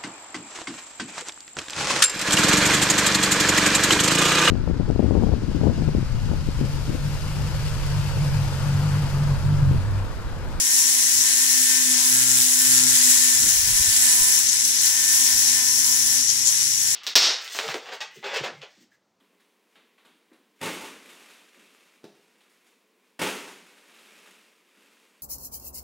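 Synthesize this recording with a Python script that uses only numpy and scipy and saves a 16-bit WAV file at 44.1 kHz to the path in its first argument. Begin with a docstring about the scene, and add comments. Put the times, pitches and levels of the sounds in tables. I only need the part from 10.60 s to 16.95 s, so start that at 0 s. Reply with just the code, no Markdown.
"""Grit scratches steadily as a small rotary tool sands a hand-held wood carving close to a two-port microphone.
The scratch is noise pulsing with the drum's turning; it rings the handpiece and the wood. Tones locked to
the shaft make the hum and the knock, and half orders come in as the drum skips every second turn.
The hand presses, tilts and lifts the tool; the loose bearing rattles mostly around the lifts.
Soft handling bumps come mostly midway, over a restless rumble, a faint hum and the workshop."""
import sys
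import numpy as np
from scipy import signal
from scipy.fft import rfft, irfft
from scipy.io import wavfile
from scipy.ndimage import uniform_filter1d, map_coordinates

SR = 44100
rng = np.random.default_rng(int(sys.argv[2]) if len(sys.argv) > 2 else 0)


def master(y):
    """Save y as 16-bit WAV."""
    cut = np.clip(np.atleast_2d(y).T, -1, 1)
    pcm = np.round(cut * 32767)  # scale
    wavfile.write(sys.argv[1], SR, pcm.astype(np.int16))


N = 280035
T = np.arange(N) / SR
HZ = np.fft.rfftfreq(N, 1 / SR)
PORT_LAG_SAMPLES = 24  # the right port hears later


def gain_of(db):
    """Decibels to amplitude."""
    return 10 ** (np.asarray(db) / 20)


def evened(x):
    """Scales to rms 1."""
    return x / np.sqrt(np.mean(x ** 2) + 1e-20)


def curve(rows):
    """Each column of a time table, sample by sample."""
    s, *columns = np.transpose(rows)
    return np.squeeze([np.interp(T, s, c) for c in columns])


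def spectrum(rows):
    """Each dB column of a frequency table as a gain per bin."""
    hz, *columns = np.transpose(rows)
    return gain_of([np.interp(np.log(HZ + 1), np.log(hz), c) for c in columns])


def colour(x, gain):
    """Filters by a gain per bin."""
    return irfft(rfft(x) * gain, N)


def highpass(corner_hz, power):
    """Gain per bin that falls away below a corner, where it is one half."""
    return HZ ** power / (HZ ** power + corner_hz ** power)


def peak(hz, width_hz):
    """A resonance of gain 1; the width is taken 3 dB down."""
    return 1 / (1 + ((HZ - hz) / (.78 * width_hz)) ** 2)


def drift(rate_hz):
    """Slow chance of rms 1: noise without its faster part, drawn at 1/64 of the rate."""
    slow = T[::64]
    hz = np.fft.rfftfreq(len(slow), slow[1])
    lines = rfft(rng.standard_normal(len(slow))) / (1 + (hz / rate_hz) ** 4)
    return evened(np.interp(T, slow, irfft(lines, len(slow))))


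def ports(x, likeness):
    """Two unrelated signals become a partly alike pair; the right port hears the shared part later."""
    c = np.clip(likeness, 0, 1)
    return np.array([x[0], c * np.roll(x[0], PORT_LAG_SAMPLES) + np.sqrt(1 - c * c) * x[1]])


def burst(s, length_s):
    """A bell-shaped swell around time s; the length is its width at 1/e."""
    return np.exp(-(2 * (T - s) / length_s) ** 2)


def swells(rows):
    """A gain that rises or dips briefly at each row."""
    return gain_of(sum(db * burst(s, length_s) for s, length_s, db in rows))


def held(start_s, end_s, edge_s):
    """1 between two times, with smooth edges."""
    return .5 + .5 * np.sin(np.pi * np.clip(np.minimum(T - start_s, end_s - T) / edge_s, -.5, .5))


def follow(law, grip, waver_db, waver_hz=6):
    """A part's gain from pressure, lift and tilt; it wavers as the contact point shifts.

    Each law: level in dB at 0 dB pressure, dB per dB of pressure, dB when fully lifted, dB when fully tipped up.
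    """
    db, slope, lifted_db, tilt_db = law
    pressure_db, lifted, tilt = grip
    level_db = db + slope * pressure_db + lifted_db * lifted + tilt_db * tilt
    return gain_of(level_db + waver_db * drift(waver_hz))


# Shaft speed before flutter. Each row: time in seconds, turns per second.
SPIN = [(0, 260), (.58, 256.3), (.97, 256.8), (1.4, 254.2), (2.3, 253.2), (3.2, 252.6), (3.85, 252.2),
        (4.19, 256), (4.29, 252), (4.37, 259.5), (4.44, 253), (4.59, 258), (4.67, 254.4), (4.89, 255.2),
        (5.5, 251.9), (5.8, 256), (6.35, 258.5)]


def shaft_turns():
    """Turns of the drum so far: the speed, with a fast and a slow unsteadiness, summed over time."""
    return np.cumsum(curve(SPIN) * (1 + .0025 * drift(30) + .0025 * drift(8))) / SR


# Hand pressure before tremor. Each row: time in seconds, pressure in dB.
PRESSURE = [(0, -1.5), (.45, -0.5), (.7, 0.5), (1.4, 0.5), (1.8, 2), (2.25, 2), (2.4, 3.5), (2.65, 2.5),
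            (2.8, 1), (3.45, 1.55), (3.8, 1.1), (4.3, -0.5), (4.65, 1), (5.1, -3), (5.5, -2), (5.88, -1),
            (6.35, -2.5)]
# Drum off the wood. Each row: start in seconds, end in seconds, how far 0-1.
LIFTS = [(-.1, .12, 0), (3.818, 4.206, 0.94), (5.625, 5.863, 1), (5.9, 6.203, 1)]
# Nose tipped up toward the microphone. Each row: time in seconds, how far 0-1.
TILT = [(0, 0.16), (1.2, .15), (2.4, 0), (3.5, 0.42), (4.3, 0.7), (4.85, 1), (5.4, 0.82), (6.0, 0.36),
        (6.35, 0.17)]


def hand(tremor_db=0.35, tremor_hz=7, lift_edge_s=0.088):
    """The unsteady pressure in dB, how far the drum is off the wood, and the tilt."""
    pressure_db = curve(PRESSURE) + tremor_db * drift(tremor_hz)
    lifted = sum(far * held(start, end, lift_edge_s) for start, end, far in LIFTS)
    return pressure_db, lifted, curve(TILT)


# The drum skips every second turn. Each row: start in seconds, end in seconds, level in dB before the orders' own.
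SKIPS = [(1.515, 1.83, -43), (2.067, 2.356, -43.5), (2.735, 2.903, -50)]


def skip_gain(edge_s=0.055):
    """Strength of the skipping, which builds and dies smoothly."""
    return sum(gain_of(db) * held(start, end, edge_s) for start, end, db in SKIPS)


# How deeply the scratch pulses, as fractions: once a turn, twice a turn, with the bearing cage, while skipping.
BUNCHING = (.13, .11, .09, .24)


def grit_grains(turns, skip, flicker_db=.5):
    """Noise of uneven grain size, bunched by the drum's turn, the bearing cage and the skipping."""
    once, twice, by_cage, by_skip = BUNCHING
    angle = 2 * np.pi * turns
    cage = np.cos(.4 * angle + drift(6)) + np.cos(.6 * angle + drift(3))
    press = 1 + once * np.cos(angle) + twice * np.cos(2 * angle) + by_cage * cage
    press = press + by_skip * skip / skip.max() * np.cos(angle / 2)
    size_db = 2.6 * np.minimum(rng.exponential(1, (2, N)), 3)
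    grains = rng.standard_normal((2, N)) * gain_of(size_db)
    return evened(grains * press * gain_of(flicker_db * drift(27)))


# Colour of the scratch. Each row: frequency in Hz, left gain in dB, right gain in dB.
GRIT = [(300, -27, -17.5), (540, -29, -16.5), (882, -3.5, -10), (1310, -11, -6), (1740, 7, -6),
        (2460, 3, -4), (3960, 6.5, 2), (5300, 8.5, -0.5), (7940, 2.5, 10), (8700, 5.5, 8), (10400, 5, 7),
        (11600, 3.5, 4.5), (12700, 0, 4.5), (14300, 3.5, 0.5), (15500, 6, 6)]
# Laws of the scratch and of its top fizz, columns as in follow().
GRIT_LAW = (-27, 1, -1.5, 0)
FIZZ_LAW = (-27, 0.7, -6.5, 0)


def scratch(grains, grip, fizz_hz=9000):
    """The broad scratch of the grit; its top fizz follows its own law of contact."""
    whole = colour(ports(grains, likeness=0.21), spectrum(GRIT))
    fizz = colour(whole, highpass(fizz_hz, 6))
    body = follow(GRIT_LAW, grip, waver_db=0.73) * (whole - fizz)
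    return body + follow(FIZZ_LAW, grip, waver_db=1.5) * fizz


def ring(grains, modes, likeness, radiate_hz=1100):
    """Resonances set ringing by the grains; small parts give off little bass."""
    power = sum((gain_of([[left], [right]]) * peak(hz, width)) ** 2 for hz, width, left, right in modes)
    return colour(ports(grains, likeness), np.sqrt(power) * highpass(radiate_hz, 4))


# Resonances. Each row: frequency in Hz, width in Hz, left gain in dB, right gain in dB.
BEARING_MODES = [(3070, 68, -17, -4), (5714, 446, 18.5, -2.5), (6480, 860, 13.5, -3)]
# Law, columns as in follow().
BEARING_LAW = (-29, -0.62, 0, 4)


def bearing_ring(grains, grip):
    """The bearing's resonances, weaker as the hand presses harder."""
    return follow(BEARING_LAW, grip, waver_db=0.9) * ring(grains, BEARING_MODES, likeness=0.56)


# Resonance. Each row: frequency in Hz, width in Hz, left gain in dB, right gain in dB.
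CUT_MODES = [(7040, 890, 16.9, 2.3)]
# Law, columns as in follow().
CUT_LAW = (-30, 1.43, -7, -4.5)
# The drum's edge digs in. Each row: centre in seconds, length in seconds, gain in dB.
DIGS = [(2.45, 0.27, 0.5), (5.87, 0.05, 8)]


def cut_ring(grains, grip):
    """The ring of the cut, which grows with pressure and as the drum's edge digs in."""
    return follow(CUT_LAW, grip, waver_db=1.4) * swells(DIGS) * ring(grains, CUT_MODES, likeness=0.38)


# Resonances. Each row: frequency in Hz, width in Hz, left gain in dB, right gain in dB.
SHELL_MODES = [(8050, 290, 12.7, 18), (10150, 150, 3.7, 18.4), (10770, 250, 8, 18.9), (11440, 600, 3, 10.4)]
# Law, columns as in follow().
SHELL_LAW = (-28.5, 0.65, -3, -1)
# Fingers shift and damp or free the shell. Each row: centre in seconds, length in seconds, gain in dB.
REGRIPS = [(1.35, 0.48, -2), (2.98, .3, -5.5), (3.48, .35, 3), (6.2, 0.22, 0.5)]


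def shell_ring(grains, grip):
    """The handpiece shell's resonances, damped or freed by the fingers."""
    return follow(SHELL_LAW, grip, waver_db=1.3) * swells(REGRIPS) * ring(grains, SHELL_MODES, likeness=.65)


# The drum's imbalance. Each row: time in seconds, level in dB before waver.
WOBBLE = [(0, -49.5), (.41, -47.5), (.74, -48), (1.33, -39.5), (2.0, -41.5), (2.17, -36.5), (2.75, -43),
          (3.0, -60), (3.4, -48), (4.3, -55.5), (4.55, -48.5), (5.6, -47.5), (5.72, -55), (6.35, -55.5)]


def wobble(turns, unsteady_db=2.0):
    """Hum of the off-centre drum: one sine at the turning rate."""
    level_db = curve(WOBBLE) + unsteady_db * drift(11.4)
    return gain_of(level_db) * np.sqrt(2) * np.cos(2 * np.pi * turns)


def harmonics(turns, orders, waver_db):
    """Lines locked to the shaft, each at a chance phase and wavering in strength."""
    lines = 0
    for order, db in orders:
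        phase = 2 * np.pi * (order * turns + rng.random())
        lines = lines + gain_of(db + waver_db * drift(9.8)) * np.cos(phase)
    return np.sqrt(2) * lines


# Harmonics of the knock. Each row: multiple of the spin, relative level in dB.
KNOCK_ORDERS = [(6, -9.5), (7, -1.5), (8, -8.5), (9, -12), (10, -9.5), (12, -7.5)]
LOW_KNOCK_ORDERS = [(3, 1), (4, 5.5), (5, -4)]
# Laws, columns as in follow().
KNOCK_LAW = (-39.5, 0.93, -18, 2.5)
LOW_KNOCK_LAW = (-51.5, 0.2, -6.5, 2)
# The drum rides a hard spot. Each row: centre in seconds, length in seconds, gain of the low knock in dB.
HARD_SPOTS = [(1.35, .25, 3), (3.55, 0.39, 5)]


def knock(turns, skip, grip, skip_duck_db=-3.5):
    """Harmonics of the once-a-turn knock; hard spots raise the low ones, skipped turns weaken all."""
    high = follow(KNOCK_LAW, grip, waver_db=2.4) * harmonics(turns, KNOCK_ORDERS, waver_db=1.2)
    low = follow(LOW_KNOCK_LAW, grip, waver_db=1.1) * harmonics(turns, LOW_KNOCK_ORDERS, waver_db=2.15)
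    return (high + low * swells(HARD_SPOTS)) * gain_of(skip_duck_db * skip / skip.max())


# Half orders of the skipping. Each row: multiple of the spin, relative level in dB.
SKIP_ORDERS = [(.5, -0.5), (1.5, -11), (2.5, -17), (3.5, -2.5), (4.5, -19), (5.5, 0), (6.5, 1.5),
               (7.5, -21)]


def skipping(turns, skip):
    """Contact on every second turn puts lines halfway between the harmonics."""
    return skip * harmonics(turns, SKIP_ORDERS, waver_db=0.2)


# Rotor and ball bearing tones. Each row: multiple of the spin, level in dB before the law.
ROTOR_ORDERS = [(2, -61), (2.6, -59)]
# Law, columns as in follow().
ROTOR_LAW = (4.5, -0.5, -1.5, -9.5)


def rotor_tones(grip):
    """Faint tones of the heavy rotor, which turns more evenly than the drum on its springy shaft."""
    turns = np.cumsum(uniform_filter1d(curve(SPIN), size=SR // 3)) / SR
    tones = 0
    for order, db in ROTOR_ORDERS:
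        phase = 2 * np.pi * order * turns + .4 * drift(10)
        tones = tones + gain_of(db + 2 * drift(12)) * np.sin(phase)
    return follow(ROTOR_LAW, grip, waver_db=2.1) * np.sqrt(2) * tones


def whine(turns, skip, grip, right_db=-11):
    """All shaft tones at both ports; the far, right port is shaded above the bass."""
    tone = wobble(turns) + knock(turns, skip, grip) + skipping(turns, skip) + rotor_tones(grip)
    shade = gain_of(right_db / (1 + (520 / (HZ + 1)) ** 4))
    return np.array([tone, colour(np.roll(tone, PORT_LAG_SAMPLES), shade)])


# The loose bearing. Each row: centre in seconds, length in seconds, level in dB before port gains, frequency in Hz.
RATTLES = [(3.894, 0.016, -16, 6600), (3.929, 0.016, -21, 6100), (4.048, 0.017, -19.5, 6170),
           (4.194, .014, -18.5, 6050), (4.269, 0.02, -21, 5900), (5.597, .03, -28, 5050),
           (5.697, 0.049, -20, 6330), (5.875, 0.05, -18.5, 6800), (6.08, 0.013, -26, 6020),
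           (6.27, 0.064, -31, 6550)]


def rattles(rate_hz=112, depth=0.62, width_hz=1500, spread=0.025, low_hz=2200, left_db=4, right_db=-5):
    """Short squeals of the loose bearing: fluttering noise through a resonance."""
    flutter_turns = np.cumsum(rate_hz * (1 + 0.1525 * drift(29.0))) / SR
    flutter = 1 + depth * np.cos(2 * np.pi * flutter_turns)
    noise = rfft(rng.standard_normal((2, N)) * flutter)
    out = np.zeros((2, N))
    for s, length_s, db, hz in RATTLES:
        gain = (peak(hz, width_hz) + spread * peak(hz, 7000)) * highpass(low_hz, 4)
        out += gain_of(db) * burst(s, length_s) * evened(irfft(noise * gain, N))
    return out * gain_of([[left_db], [right_db]])


def reflections(x, strength, count=10):
    """Echoes off hands and bench; their paths drift as the hands move, so fine ripples wander through the hiss."""
    out = x.copy()
    for port in (0, 1):
        for delay_s in np.geomspace(.002, .012, count) * rng.uniform(.85, 1.15, count):
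            late = (delay_s + .00005 * drift(.7)) * SR
            out[port] += strength * map_coordinates(x[port], [np.arange(N) - late], order=2, mode="wrap")
    return out / np.sqrt(1 + count * strength ** 2)


def shaped(noise, gain):
    """Noise lines, coloured and brought to rms 1."""
    return evened(irfft(noise * gain, N))


# Handling near the microphone. Each row: centre in seconds, length in seconds, level in dB, frequency in Hz.
BUMPS = [(.55, 0.12, -56, 40), (2.564, .04, -52, 49.5), (2.853, 0.091, -39.5, 200), (2.966, 0.086, -43, 40),
         (3.095, 0.11, -35.5, 71.6), (3.147, 0.035, -44, 50), (3.208, 0.037, -35, 70),
         (3.292, 0.034, -36, 79.8), (3.368, 0.11, -48, 45), (3.62, 0.045, -36, 44.7), (3.697, .03, -47, 40),
         (3.76, .03, -47, 45.5), (4.746, 0.09, -46, 49.3)]


def bumps(noise):
    """Soft bumps and brushes of handling: short swells of low noise."""
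    return sum(gain_of(db) * burst(s, length_s) * shaped(noise, peak(hz, 2 * hz) ** 2)
               for s, length_s, db, hz in BUMPS)


def rumble(noise, rumble_db=-64, swell_db=5.0):
    """Low noise whose level swells restlessly."""
    return gain_of(rumble_db + swell_db * drift(5.2)) * shaped(noise, peak(72, 160) ** 2)


# A wavering low hum. Each row: time in seconds, frequency of the lower tone in Hz, its level in dB.
HUM = [(0, 127.5, -66), (.7, 107.6, -60.5), (1.5, 94.7, -66), (2.6, 73.15, -58), (3.4, 105, -56.5),
       (4.3, 85.5, -58), (4.7, 77.2, -55.5), (5.0, 97, -55.5), (6.35, 110, -53.5)]


def hum(gap_hz=26.7, upper_db=-3):
    """A faint pair of low tones that glide together and beat."""
    hz, db = curve(HUM)
    angle = 2 * np.pi * np.cumsum(hz) / SR
    upper = gain_of(upper_db) * np.sin(angle + 2 * np.pi * gap_hz * T)
    return gain_of(db) * np.sqrt(2) * (np.sin(angle) + upper)


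# Workshop spectrum. Each row: frequency in Hz, relative level in dB per Hz.
ROOM = [(20, -18), (55, -2), (100, -11), (200, 7), (290, 6.5), (390, -10.5), (570, -25), (820, -42),
        (1500, -46), (6000, -68)]


def room(noise, room_db=-59):
    """The workshop's steady low background: noise of a fixed spectrum."""
    return gain_of(room_db) * shaped(noise, spectrum(ROOM))


def scene():
    """One slightly unsteady shaft, pressed on and lifted by the hand, drives the scratch and the whine."""
    turns, grip, skip = shaft_turns(), hand(), skip_gain()
    grains = grit_grains(turns, skip)
    rings = bearing_ring(grains, grip) + cut_ring(grains, grip) + shell_ring(grains, grip)
    hiss = reflections(scratch(grains, grip) + rings + rattles(), strength=.125)
    low_noise = rfft(ports(rng.standard_normal((2, N)), likeness=1.0))  # one noise for all three below
    air = bumps(low_noise) + rumble(low_noise) + room(low_noise)
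    return hiss + whine(turns, skip, grip) + air + hum()


def record(dry, edge_hz=15760):
    """The recorder's band limit: a steep low-pass filter."""
    lowpass = signal.firwin(2047, edge_hz, window=("kaiser", 9), fs=SR)
    return signal.oaconvolve(dry, lowpass[None], "same")


dry = scene()
out = record(dry)
master(out)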